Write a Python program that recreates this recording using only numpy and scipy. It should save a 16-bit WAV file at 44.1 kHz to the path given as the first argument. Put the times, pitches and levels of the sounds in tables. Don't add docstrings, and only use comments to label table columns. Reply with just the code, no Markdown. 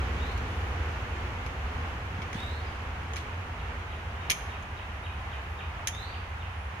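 import sys
import numpy as np
from scipy import signal
from scipy.fft import irfft
from scipy.io import wavfile
from scipy.ndimage import uniform_filter1d

SR = 44100
rng = np.random.default_rng(int(sys.argv[2]) if len(sys.argv) > 2 else 0)


def wrap_up_sound(samples):
    columns = np.atleast_2d(samples).T
    tamed = np.clip(columns, -1, 1)
    steps = np.round(tamed * 32767).astype(np.int16)
    wavfile.write(sys.argv[1], SR, steps)


N = 299880
TIME = np.arange(N) / SR


def amp(db):
    return 10 ** (np.asarray(db) / 20)


def unit(x):
    return x / np.sqrt(np.mean(x ** 2) + 1e-20)


def read(points, hz):
    f, value = np.transpose(points)
    return np.interp(np.log(hz + 1), np.log(f + 1), value)


def add(mix, s, sound):
    part = mix[..., max(round(s * SR), 0):][..., :sound.shape[-1]]
    part += sound[..., :part.shape[-1]]


def drift(n, size):
    return unit(uniform_filter1d(uniform_filter1d(rng.standard_normal(n), size), size))


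def causal(db, size=2048):
    log_gain = np.log(amp(np.r_[db, db[-2:0:-1]]))
    taps = irfft(np.exp(np.conj(signal.hilbert(log_gain)))[:size // 2 + 1])
    return taps / np.linalg.norm(taps)


def diffuse(spectrum):
    # f/Hz, likeness (1 = the same)
    likeness = [(60, 1), (130, 0.99), (290, 0.96), (640, 0.68), (1410, -0.055), (3100, -0.072),
                (6820, -0.023), (15000, -0.074)]
    # f/Hz, level/dB
    balance = [(60, -0.4), (110, -1.0), (200, -0.5), (380, -2), (700, -2), (1290, 0.5), (2380, -4),
               (4400, 1.5), (8120, -1.5), (15000, -0.5)]
    hz = np.fft.rfftfreq(N, 1 / SR)
    left, other = np.exp(2j * np.pi * rng.random((2, len(hz))))
    same = np.clip(read(likeness, hz), -1, 1)
    right = same * left + np.sqrt(1 - same ** 2) * other
    level_db = read(spectrum, hz) + np.outer([.5, -.5], read(balance, hz))
    noise = irfft(np.array([left, right]) * amp(level_db), N)
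    return noise / np.std(noise.mean(0))


def receding(start_db, fall_db, fade_s):
    return amp(start_db - fall_db * (1 - np.exp(-TIME / fade_s)))


def traffic(drone_db=1.5, steadiness=0.19, dulling=0.94, sizzle_hz=3800, wander_db=0.46):
    # f/Hz, level/dB
    rumble_tone = [(15, -30), (30, -16), (42, -13), (50, -9), (55, -1.5), (64, 0), (73, 1.5), (86, 2),
                   (104, -9.5), (117, -10), (137, -16.5), (175, -17.5), (260, -29.5), (500, -81)]
    drone_tone = [(100, -6), (180, -12.5), (235, 1), (290, -4.5), (370, -3), (490, -2.5), (620, -14),
                  (1000, -44)]
    roar_tone = [(150, -27), (400, -8.5), (620, -4), (740, 0.5), (1050, 0.5), (1400, -0.5), (1850, -2.5),
                 (2900, -7.5), (3800, -17.5), (5000, -23.5), (6600, -24.5), (8000, -35.5), (16000, -46.5)]
    # starting level/dB, final drop/dB, fade time/s
    rumble_fade = (-30.5, 8.25, 1.9)
    drone_fade = (-44.5, 37.6, 14.4)
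    roar_fade = (-40.5, 5.24, 4.28)
    engines = diffuse(rumble_tone)
    swell = uniform_filter1d(engines.mean(0) ** 2, size=5000)
    engines = engines / swell ** (steadiness / 2)
    tyres, nearness = diffuse(roar_tone), receding(*roar_fade)
    sizzle = signal.sosfiltfilt(signal.butter(2, sizzle_hz, "high", fs=SR, output="sos"), tyres)
    tyres = tyres + sizzle * (unit(nearness) ** dulling - 1)
    drone = amp(drone_db) * receding(*drone_fade) * diffuse(drone_tone)
    waver = amp(wander_db * drift(N, size=5000))
    return receding(*rumble_fade) * engines + (drone + nearness * tyres) * waver


def leaves(level_db=-73):
    # f/Hz, level/dB
    hiss_tone = [(2500, -23), (4000, -13), (6500, -7), (8200, -7), (10300, -4), (11900, -14.5),
                 (14400, -6.5), (15800, -13.5)]
    return amp(level_db) * diffuse(hiss_tone)


def rising_note(start, length, db, first_hz, last_hz, bend=1.2):
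    progress = np.linspace(0, 1, 41)
    hz = last_hz + (first_hz - last_hz) * (1 - progress) ** bend
    swell_db = np.interp(progress, [0, 0.3, 1], [-3.5, 0, -12.5])
    return np.c_[start + length * progress, hz, db + swell_db]


def arched_note(start, length, db, top_hz, pitch_drop=.11, ends_db=-14):
    progress = np.linspace(0, 1, 41)
    sag = (2 * progress - 1) ** 2
    return np.c_[start + length * progress, top_hz * (1 - pitch_drop * sag), db + ends_db * sag]


def whistle(path, waver, overtone_db=-24, beak_hz=3970, beak_width_hz=170):
    s, hz, db = np.transpose(path)
    t = np.arange(s[0], s[-1], 1 / SR)
    pitch = np.interp(t, s, hz) * (1 + waver * drift(len(t), size=200))
    angle = 2 * np.pi * np.cumsum(pitch) / SR
    leak = amp(overtone_db) * np.exp(-((pitch - beak_hz) / beak_width_hz) ** 2)
    tone = np.sin(angle) + leak * (np.sin(2 * angle) + np.sin(3 * angle))
    return s[0], amp(np.interp(t, s, db)) * tone * signal.windows.tukey(len(t), .1)


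def birds(direct_db=-4, near_db=-4, echo_db=0.5, chirp_db=-3, thin_db=-5, pan_db=-1, flutter_db=3):
    # t/s, length/s, level/dB, first f/Hz, last f/Hz
    rising_notes = [(0.152, 0.21, -50, 3280, 4460), (2.335, .29, -48, 3370, 4400),
                    (2.603, .17, -61, 4820, 5050), (5.923, .22, -46, 3477, 4740)]
    # t/s, length/s, level/dB, top f/Hz
    thin_notes = [(.42, 0.28, -64, 11250), (4.88, 0.32, -65, 10800), (5.2, .46, -70, 11700),
                  (6.45, 0.23, -69, 10400)]
    # t/s, level/dB, top f/Hz
    chirp_notes = [(3.584, -54, 4130), (3.907, -51.5, 4000), (4.212, -51, 3900), (4.499, -51.5, 3940),
                   (4.773, -49.5, 3920), (5.044, -47, 3825), (5.313, -49.5, 3860), (5.585, -48, 3850),
                   (6.124, -49, 3850), (6.406, -49.5, 3880)]
    # t/s, share of the top pitch, level/dB
    chirp_shape = [(-.012, 1, -20), (0, 0.97, -4.5), (.012, .94, -3), (.020, .78, 6), (.028, .63, 8.5),
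                   (.035, 0.682, -22)]
    rising, chirps, thin = np.zeros((3, N))
    for note in rising_notes:
        add(rising, *whistle(rising_note(*note), waver=0.0128, overtone_db=-21))
    for s, db, hz in chirp_notes:
        path = np.array(chirp_shape) * [1, hz, 1] + [s, 0, db]
        add(chirps, *whistle(path, waver=0.02, overtone_db=-25))
    for note in thin_notes:
        add(thin, *whistle(arched_note(*note), waver=.018))
    twitter = np.minimum(abs(drift(N, size=900)), 2)
    calls = rising * amp(flutter_db * drift(N, size=300)) + amp(thin_db) * thin * twitter
    direct = amp(direct_db) * calls + amp(chirp_db) * chirps
    near_echoes = amp(near_db) * branches(calls + chirps)
    far_echoes = woods(amp(echo_db) * calls + chirps, rise_s=0.014)
    return (direct + near_echoes + far_echoes) * amp([[pan_db / 2], [-pan_db / 2]])


def branches(x, count=24, spread_s=.014):
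    echoes = np.zeros((2, SR // 8))
    for side in echoes:
        delays = np.minimum(rng.exponential(spread_s, count) * SR, len(side) - 1).astype(int)
        side[delays] = rng.choice([-1., 1.], count) / np.sqrt(count)
    return signal.fftconvolve(x[None], echoes, axes=1)[:, :N]


def woods(x, rise_s):
    # f/Hz, time to fade by 60 dB/s
    echo_times = [(200, 0.2), (3000, 0.69), (5000, 0.58), (8000, 0.6), (15000, 0.49)]
    hz, t, bands = signal.stft(rng.standard_normal((2, SR)), SR, nperseg=256)
    bands = bands * amp(-60 * t / read(echo_times, hz)[:, None]) * (1 - np.exp(-t / rise_s))
    tail = signal.istft(bands, SR, nperseg=256)[1]
    return signal.fftconvolve(np.atleast_2d(x), tail / np.linalg.norm(tail[0]), axes=1)[:, :N]


def flag(rise_s=0.0011, crinkle_db=3):
    # t/s, level/dB, fade time/s
    swishes = [(.315, -53, .015), (2.342, -51, 0.15), (3.172, -44, 0.028)]
    # f/Hz, level/dB
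    cloth_tone = [(700, -10), (1500, -1), (3500, 6), (6500, -10), (8000, -8), (11000, -16), (16000, -20)]
    # t/s, level/dB, f/Hz, half length/s
    flaps = [(2.191, -25, 140, 0.0027), (2.356, -24, 178, 0.0032)]
    volume, t = np.zeros((2, N)), np.arange(SR // 2) / SR
    for s, db, fade_s in swishes:
        add(volume, s, amp(db) * (1 - np.exp(-t / rise_s)) * np.exp(-t / fade_s))
    out = volume * diffuse(cloth_tone) * amp(crinkle_db * drift(N, size=100))
    for s, db, hz, half_s in flaps:
        out += amp(db) * np.exp(-((TIME - s) / half_s) ** 2) * np.cos(2 * np.pi * hz * (TIME - s))
    return out


def contacts(count=3, firm_s=0.002, firm_db=-22, doubling_db=30):
    # t/s, level/dB, brightness/(dB per octave),
    # grip (0 = flat palm, 1 = fingers), time to first bounce/s, loss at first bounce/dB
    clacks = [(.376, -43.5, -.5, 0.46, 0.0072, 12), (1.463, -36, -3, .1, .006, 12),
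              (2.219, -36.5, -5, .1, 0.0055, 0), (2.33, -36, -3, .45, .014, 5),
              (3.135, -36, -3, .7, 0.024, -1), (3.166, -30.5, -1.5, 0.17, 0.0085, 14),
              (4.299, -18, -1, .15, .0117, -1), (4.3027, -16.5, 5, 0.55, 0.015, 8),
              (4.625, -49, 0, .9, .006, 15), (5.873, -19, 2, .58, 0.0089, 8),
              (5.948, -40, -2, 0.4, 0.0049, 15)]
    for s, db, bright, grip, gap_s, loss_db in clacks:
        for _ in range(count):
            softness_db = firm_db - max(db, 2 * firm_db)
            contact_s = firm_s * 2 ** (softness_db / doubling_db)
            yield s, db, bright, contact_s, grip
            s, db, bright = s + gap_s, db - loss_db, bright - 0.5
            gap_s *= .45
            loss_db += 10


def tilt_db(bright, hz):
    return bright * np.log2(np.maximum(hz, 1000) / 5000)


def pole(scatter_db=-15, scatter_s=0.012, ring_db=-22, echo_db=-16, pan_db=-2):
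    # f/Hz, level/dB
    palm = [(200, -11), (1300, -17), (1750, -9.5), (2250, 11.5), (2700, -3.5), (3150, -4), (4400, -4.5),
            (5300, -4.5), (6500, -10.5), (7700, -29), (10300, -12), (12000, -23), (14200, -19),
            (16000, -36)]
    fingers = [(200, -18), (1400, -16), (1800, 12), (2200, -10), (3000, 2), (4400, -12.5), (5400, -11.5),
               (6500, 11), (7800, -13.5), (10300, -8), (12000, -18), (14200, -23), (16000, -37)]
    # f/Hz, level/dB, time to fade by 60 dB/s
    ring_tones = [(2320, 2, 0.069), (3210, 7, 0.096), (5350, 2.5, 0.076), (6290, -2, 0.29),
                  (6500, -7, 0.19), (10300, -17, 0.27)]
    t, hz = np.arange(SR // 3) / SR, np.fft.rfftfreq(2048, 1 / SR)
    scatter = amp(scatter_db) * 2 * (t / scatter_s) * np.exp(1 - 2 * t / scatter_s)
    out = np.zeros((2, N))
    for s, db, bright, contact_s, grip in contacts():
        colour = causal((1 - grip) * read(palm, hz) + grip * read(fingers, hz) + tilt_db(bright, hz))
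        crack = rng.choice([-1., 1.], (2, len(t))) * (np.exp(-t / contact_s) + scatter)
        add(out, s, amp(db) * signal.fftconvolve(crack, colour[None], axes=1))
        for f, tone_db, fade_s in ring_tones:
            volume = amp(db + ring_db + tone_db + tilt_db(bright, f) - 60 * t / fade_s)
            flutter = np.array([drift(len(t), size=200), drift(len(t), size=200)])
            add(out, s, volume * flutter * np.sin(2 * np.pi * f * t))
    echoes = amp(echo_db) * woods(out, rise_s=0.0038)
    return (out + echoes) * amp([[pan_db / 2], [-pan_db / 2]])


def scene():
    return traffic() + leaves() + pole() + flag() + birds()


def record(dry, cutoff_hz=15750):
    low_pass = signal.firwin(511, cutoff_hz, window=("kaiser", 9), fs=SR)
    return signal.oaconvolve(dry, low_pass[None], "same")


dry = scene()
out = record(dry)
wrap_up_sound(out)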